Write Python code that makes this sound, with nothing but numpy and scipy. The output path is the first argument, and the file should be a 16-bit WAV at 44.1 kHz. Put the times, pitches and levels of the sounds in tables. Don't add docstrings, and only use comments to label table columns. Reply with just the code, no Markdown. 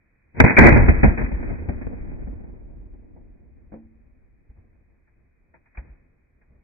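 import sys
import numpy as np
from scipy import signal
from scipy.fft import rfft, irfft, next_fast_len
from scipy.io import wavfile

SR = 44100
rng = np.random.default_rng(int(sys.argv[2]) if len(sys.argv) > 2 else 0)


def to_wav(sig):
    pcm = np.clip(np.atleast_2d(sig), -1, 1) * 32767
    pcm = np.round(pcm).astype(np.int16)
    wavfile.write(sys.argv[1], SR, pcm.T)


N = 292383
TIME = np.arange(N) / SR
SHOT_S = 0.401
BASS_EDGE_HZ, TREBLE_EDGE_HZ, SLOW_EDGE_HZ = 150, 1000, 2560

# (frequency [Hz], level [dB])
HARD_COLOUR = [(20, -15), (60, 0), (115, -11), (150, 6.5), (230, -11), (300, -3), (400, -8.5), (550, -6),
               (850, -11), (1200, -25.5), (1700, -17), (2400, -20)]
# (frequency [Hz], level [dB])
SOFT_COLOUR = [(20, 1.5), (65, 2.5), (115, -11), (300, -14.5), (600, -23), (900, -29.5), (1250, -29),
               (1800, -18), (2450, -17.5)]
# (frequency [Hz], left-right correlation)
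SHOT_IMAGE = [(25, 0.8), (85, 0.13), (140, -.5), (250, -.08), (600, -.05), (2500, -0.52)]
# (frequency [Hz], left-right correlation)
NEAR_IMAGE = [(60, 0.97), (150, 0.55), (640, 0.1), (2500, 0.13)]


def from_db(db):
    return 10 ** (np.asarray(db) / 20)


def rms_one(x):
    return x / np.sqrt(np.mean(x ** 2) + 1e-20)


def at_hz(points, hz):
    f, value = np.transpose(points)
    return np.interp(np.log(hz + 1e-9), np.log(f), value)


def drift(rate_hz):
    step, settle = 40, 2000
    pole = np.exp(-2 * np.pi * step * rate_hz / SR)
    noise = rng.standard_normal(N // step + settle + 2)
    slow = signal.lfilter([1], [1, -2 * pole, pole * pole], noise)[settle:]
    return np.interp(np.arange(N) / step, np.arange(len(slow)), rms_one(slow))


def noise_bands(colour, image, bounce=0.16, bounce_s=.0086):
    size = next_fast_len(N, True)
    hz = np.arange(size // 2 + 1) * SR / size
    mid, side = rfft(rng.standard_normal((2, size)))
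    alike = np.clip(at_hz(image, hz), -1, 1)
    noise = np.sqrt(1 + alike) * mid + np.sqrt(1 - alike) * side * [[1], [-1]]
    noise *= from_db(at_hz(colour, hz))
    noise *= 1 + bounce * np.exp(-2j * np.pi * hz * bounce_s)
    below = [1 / (1 + (hz / edge) ** 10) for edge in (18, BASS_EDGE_HZ, TREBLE_EDGE_HZ)] + [1]
    shares = np.diff(np.broadcast_arrays(*below), axis=0).clip(0) * (hz < SLOW_EDGE_HZ)
    return [rms_one(irfft(noise * np.sqrt(share), size)[:, :N]) for share in shares]


def bursts(rows, bands, bass_db, treble_db, attack, hold, bass_stretch=1, dulling_db_per_s=0):
    power = np.zeros((3, N))
    for s, db, t60, bright_db in rows:
        attack_s, hold_s = 2 * attack * t60, hold * t60
        span = slice(max(0, int((s - attack_s) * SR)), int((s + hold_s + 2 * t60) * SR))
        t = TIME[span] - s
        rise = np.clip(1 + t / (attack_s + 1e-6), 0, 1) ** 2
        dulled_db = dulling_db_per_s * (s - SHOT_S)
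        levels_db = (db + bass_db - bright_db, db, db + treble_db + bright_db - dulled_db)
        for k, stretch in enumerate((bass_stretch, 1, 1)):
            fall = np.exp(-np.log(1000) * np.maximum(t - hold_s, 0) / (t60 * stretch))
            power[k, span] += (from_db(levels_db[k]) * rise * fall) ** 2
    return sum(np.sqrt(p) * noise for p, noise in zip(power, bands))


def pulse(s, peak_db, hz, cycles):
    out = np.zeros(N)
    span = slice(int(s * SR), int((s + 10 * cycles / hz) * SR))
    turns = np.maximum(TIME[span] - s, 0) * hz
    age = turns / cycles
    out[span] = from_db(peak_db) * np.sin(2 * np.pi * turns) * (age * np.exp(1 - age)) ** 2
    return out


def shot(turbulence_db=2.0, right_louder_db=0.4, right_lag_s=.0016):
    # (time [s], level [dB], t60 [s], brightness [dB])
    lead_in = [(0.390, -33.5, .04, -5)]
    # (time [s], level [dB], t60 [s], brightness [dB])
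    blasts = [(0.401, 0.5, .02, 3), (0.407, -12, 0.073, -5), (0.440, -8.5, 0.052, -4),
              (0.461, -20, 0.32, 3), (0.569, -15.5, 0.066, 8), (0.583, -7.5, 0.081, 0),
              (0.607, -9.5, .42, -2), (0.668, -10.5, 0.1, 3.5), (0.719, -16.5, .48, -5.5)]
    # (frequency [Hz], level [dB])
    colour = [(20, -10), (45, 0), (72, 1), (115, -3.5), (175, -6), (240, -1.5), (350, -6.5), (650, -12),
              (900, -15), (1200, -21.5), (1600, -11.5), (2000, -7), (2400, -9.5)]
    bands = noise_bands(colour, SHOT_IMAGE)
    swell = bursts(lead_in, bands, bass_db=-3, treble_db=-3, attack=.78, hold=.2, bass_stretch=1.6)
    gas = bursts(blasts, bands, bass_db=-5, treble_db=-2.5, attack=.018, hold=.11, bass_stretch=2)
    left, right = (swell + gas) * from_db(turbulence_db * drift(150))
    right = np.interp(TIME - right_lag_s, TIME, right, left=0)
    return np.array([left * from_db(-right_louder_db / 2), right * from_db(right_louder_db / 2)])


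def pressure_waves():
    # (time [s], peak [dB], frequency [Hz])
    thumps = [(0.412, -7, 110), (0.439, -2.5, 110.6), (0.713, -12, 69.5), (0.886, -2.5, 62.3),
              (0.974, -11, 56.6), (1.032, -10, 91), (1.071, -7, 63), (1.333, -17.5, 53), (1.683, -17, 78.5),
              (4.491, -39.5, 54.4), (4.584, -41, 79), (5.775, -25.5, 52), (5.895, -36, 49.8)]
    # (time [s], peak [dB], rise [cycles])
    zings = [(0.565, -8.5, 16), (5.7721, -38, 7.9)]
    low = sum(pulse(s, db, hz, cycles=.66) for s, db, hz in thumps)
    high = sum(pulse(s, db, hz=2350, cycles=cycles) for s, db, cycles in zings)
    return low + high


def echoes():
    # (time [s], level [dB], t60 [s], brightness [dB])
    slaps = [(0.884, -12, .11, -1), (1.033, -7.5, .13, -1.5), (1.080, -24, .2, 2.5),
             (1.175, -26.5, 0.22, 7.5), (1.212, -24.5, 0.098, 0), (1.316, -30, 0.064, -6),
             (1.428, -31.5, 0.041, 8), (1.500, -28.5, 0.13, -5), (1.688, -25, 0.11, 1.5),
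             (1.814, -33.5, 0.11, 7.5), (1.869, -24.5, 0.039, -2.5), (1.928, -33.5, 0.085, 0.5),
             (2.273, -37.5, 0.082, 2)]
    # (frequency [Hz], level [dB])
    colour = [(20, -10.5), (45, -4), (80, -0.5), (115, -8), (170, -4.5), (230, -1.5), (330, -15),
              (450, -17.5), (650, -16), (850, -24), (1200, -35.5), (1700, -23), (2450, -27.5)]
    return bursts(slaps, noise_bands(colour, SHOT_IMAGE), bass_db=-6.5, treble_db=-1.5,
                  attack=.011, hold=.085, bass_stretch=1.7, dulling_db_per_s=14)


def rolling_report(lumps_db=1.2, band_lumps_db=1.6):
    # (frequency [Hz], level [dB])
    colour = [(20, -4.5), (45, 3.5), (80, -3), (115, -14), (170, -11), (270, -5), (400, -13.5), (600, -20),
              (850, -27.5), (1200, -33.5), (1600, -27), (2000, -25.5), (2450, -28)]
    # (bass [dB], body [dB], treble [dB])
    start_db = (-20.5, -28, -29.5)
    # (bass [dB/s], body [dB/s], treble [dB/s])
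    fades = (10.5, 11.5, 22.5)
    start_s, full_s = .6, .63
    slopes_s, slopes_width_s, slopes_db = 2.24, .34, 3
    fade_in = np.clip((TIME - start_s) / (full_s - start_s), 0, 1)
    swell_db = slopes_db * np.exp(-((TIME - slopes_s) / slopes_width_s) ** 2)
    ride_db = lumps_db * drift(25) + swell_db
    tail = np.zeros((2, N))
    for db, fade, noise in zip(start_db, fades, noise_bands(colour, SHOT_IMAGE)):
        tail += from_db(db - fade * (TIME - full_s) + ride_db + band_lumps_db * drift(41)) * noise
    return fade_in * tail


def debris():
    # (time [s], level [dB], t60 [s], brightness [dB])
    knocks = [(3.164, -49.5, 0.092, -9.5), (3.721, -44, 0.22, 4)]
    return bursts(knocks, noise_bands(HARD_COLOUR, NEAR_IMAGE), bass_db=-30, treble_db=-22.5,
                  attack=.015, hold=.094, bass_stretch=1.1)


def hollow_piece(spread_rad=.21):
    # (time [s], level [dB])
    landings = [(3.722, -44.5), (3.741, -40)]
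    # (frequency [Hz], relative level [dB], t60 [s])
    modes = [(225.4, 1.5, 0.57), (288.5, 2, 0.28), (323, -12, 0.64), (520, -7, 0.13), (810, -21, 0.2)]
    out = np.zeros((2, N))
    t = TIME[:SR]
    for s, landing_db in landings:
        at = int(s * SR)
        for hz, mode_db, t60 in modes:
            phase = 2 * np.pi * hz * t + spread_rad * np.array([[1], [-1]])
            decay = np.exp(-np.log(1000) * t / t60)
            out[:, at:at + SR] += from_db(landing_db + mode_db) * np.sin(phase) * decay
    return out


def pistol_clicks(t60=.12):
    # (time [s], level [dB], brightness [dB])
    clicks = [(5.075, -74, 4.5), (5.542, -55.5, -1), (5.660, -78, 13.5), (5.750, -70, 12.5),
              (5.775, -47, -0.5), (6.416, -75.5, 8)]
    rows = [(s, db, t60, bright_db) for s, db, bright_db in clicks]
    return bursts(rows, noise_bands(HARD_COLOUR, NEAR_IMAGE), bass_db=-18, treble_db=2,
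                  attack=.028, hold=.056, bass_stretch=1.1)


def hand_on_grip():
    # (time [s], level [dB], t60 [s])
    touches = [(4.500, -61.5, 0.11), (4.570, -62, 0.32), (5.811, -58, 0.73), (6.510, -66, 0.58)]
    # (time [s], level [dB], t60 [s], brightness [dB])
    rustles = [(5.74, -76, 0.83, 5.5)]
    bands = noise_bands(SOFT_COLOUR, NEAR_IMAGE)
    rows = [(s, db, t60, 0) for s, db, t60 in touches]
    bumps = bursts(rows, bands, bass_db=8.5, treble_db=-18.5, attack=.059, hold=.08)
    return bumps + bursts(rustles, bands, bass_db=0, treble_db=1, attack=.15, hold=.19)


def light_wind(gust_db=2.06):
    # (bass [dB], body [dB], treble [dB])
    bed_db = (-64, -72, -78)
    # (bass [dB], body [dB], treble [dB])
    early_db = (-3.5, -1.5, 5.5)
    bands = noise_bands(SOFT_COLOUR, NEAR_IMAGE)
    bass, body, treble = [from_db(db + offset * (TIME < SHOT_S)) * noise
                          for db, offset, noise in zip(bed_db, early_db, bands)]
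    return (bass + body) * from_db(gust_db * drift(5)) + treble


def scene():
    report = shot() + pressure_waves() + echoes() + rolling_report()
    return report + debris() + hollow_piece() + pistol_clicks() + hand_on_grip() + light_wind()


def record(dry, overload=0.99, hardness=24, hiss_db=-98, cutoff_hz=19000):
    size = next_fast_len(N + SR // 10, True)
    hz = np.arange(size // 2 + 1) * SR / size
    squashed = dry / (1 + (dry / overload) ** 12) ** (1 / 12)
    low_band = np.clip((SLOW_EDGE_HZ + 30 - hz) / 70, 0, 1)
    muffled = irfft(rfft(squashed, size) * low_band, size)[:, :N]
    clipped = muffled / (1 + np.abs(muffled) ** hardness) ** (1 / hardness)
    hiss = from_db(hiss_db) * rms_one(signal.lfilter([1], [1, -.4], rng.standard_normal((2, N))))
    return signal.sosfilt(signal.cheby2(12, 60, cutoff_hz, fs=SR, output="sos"), clipped + hiss)


dry = scene()
out = record(dry)
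to_wav(out)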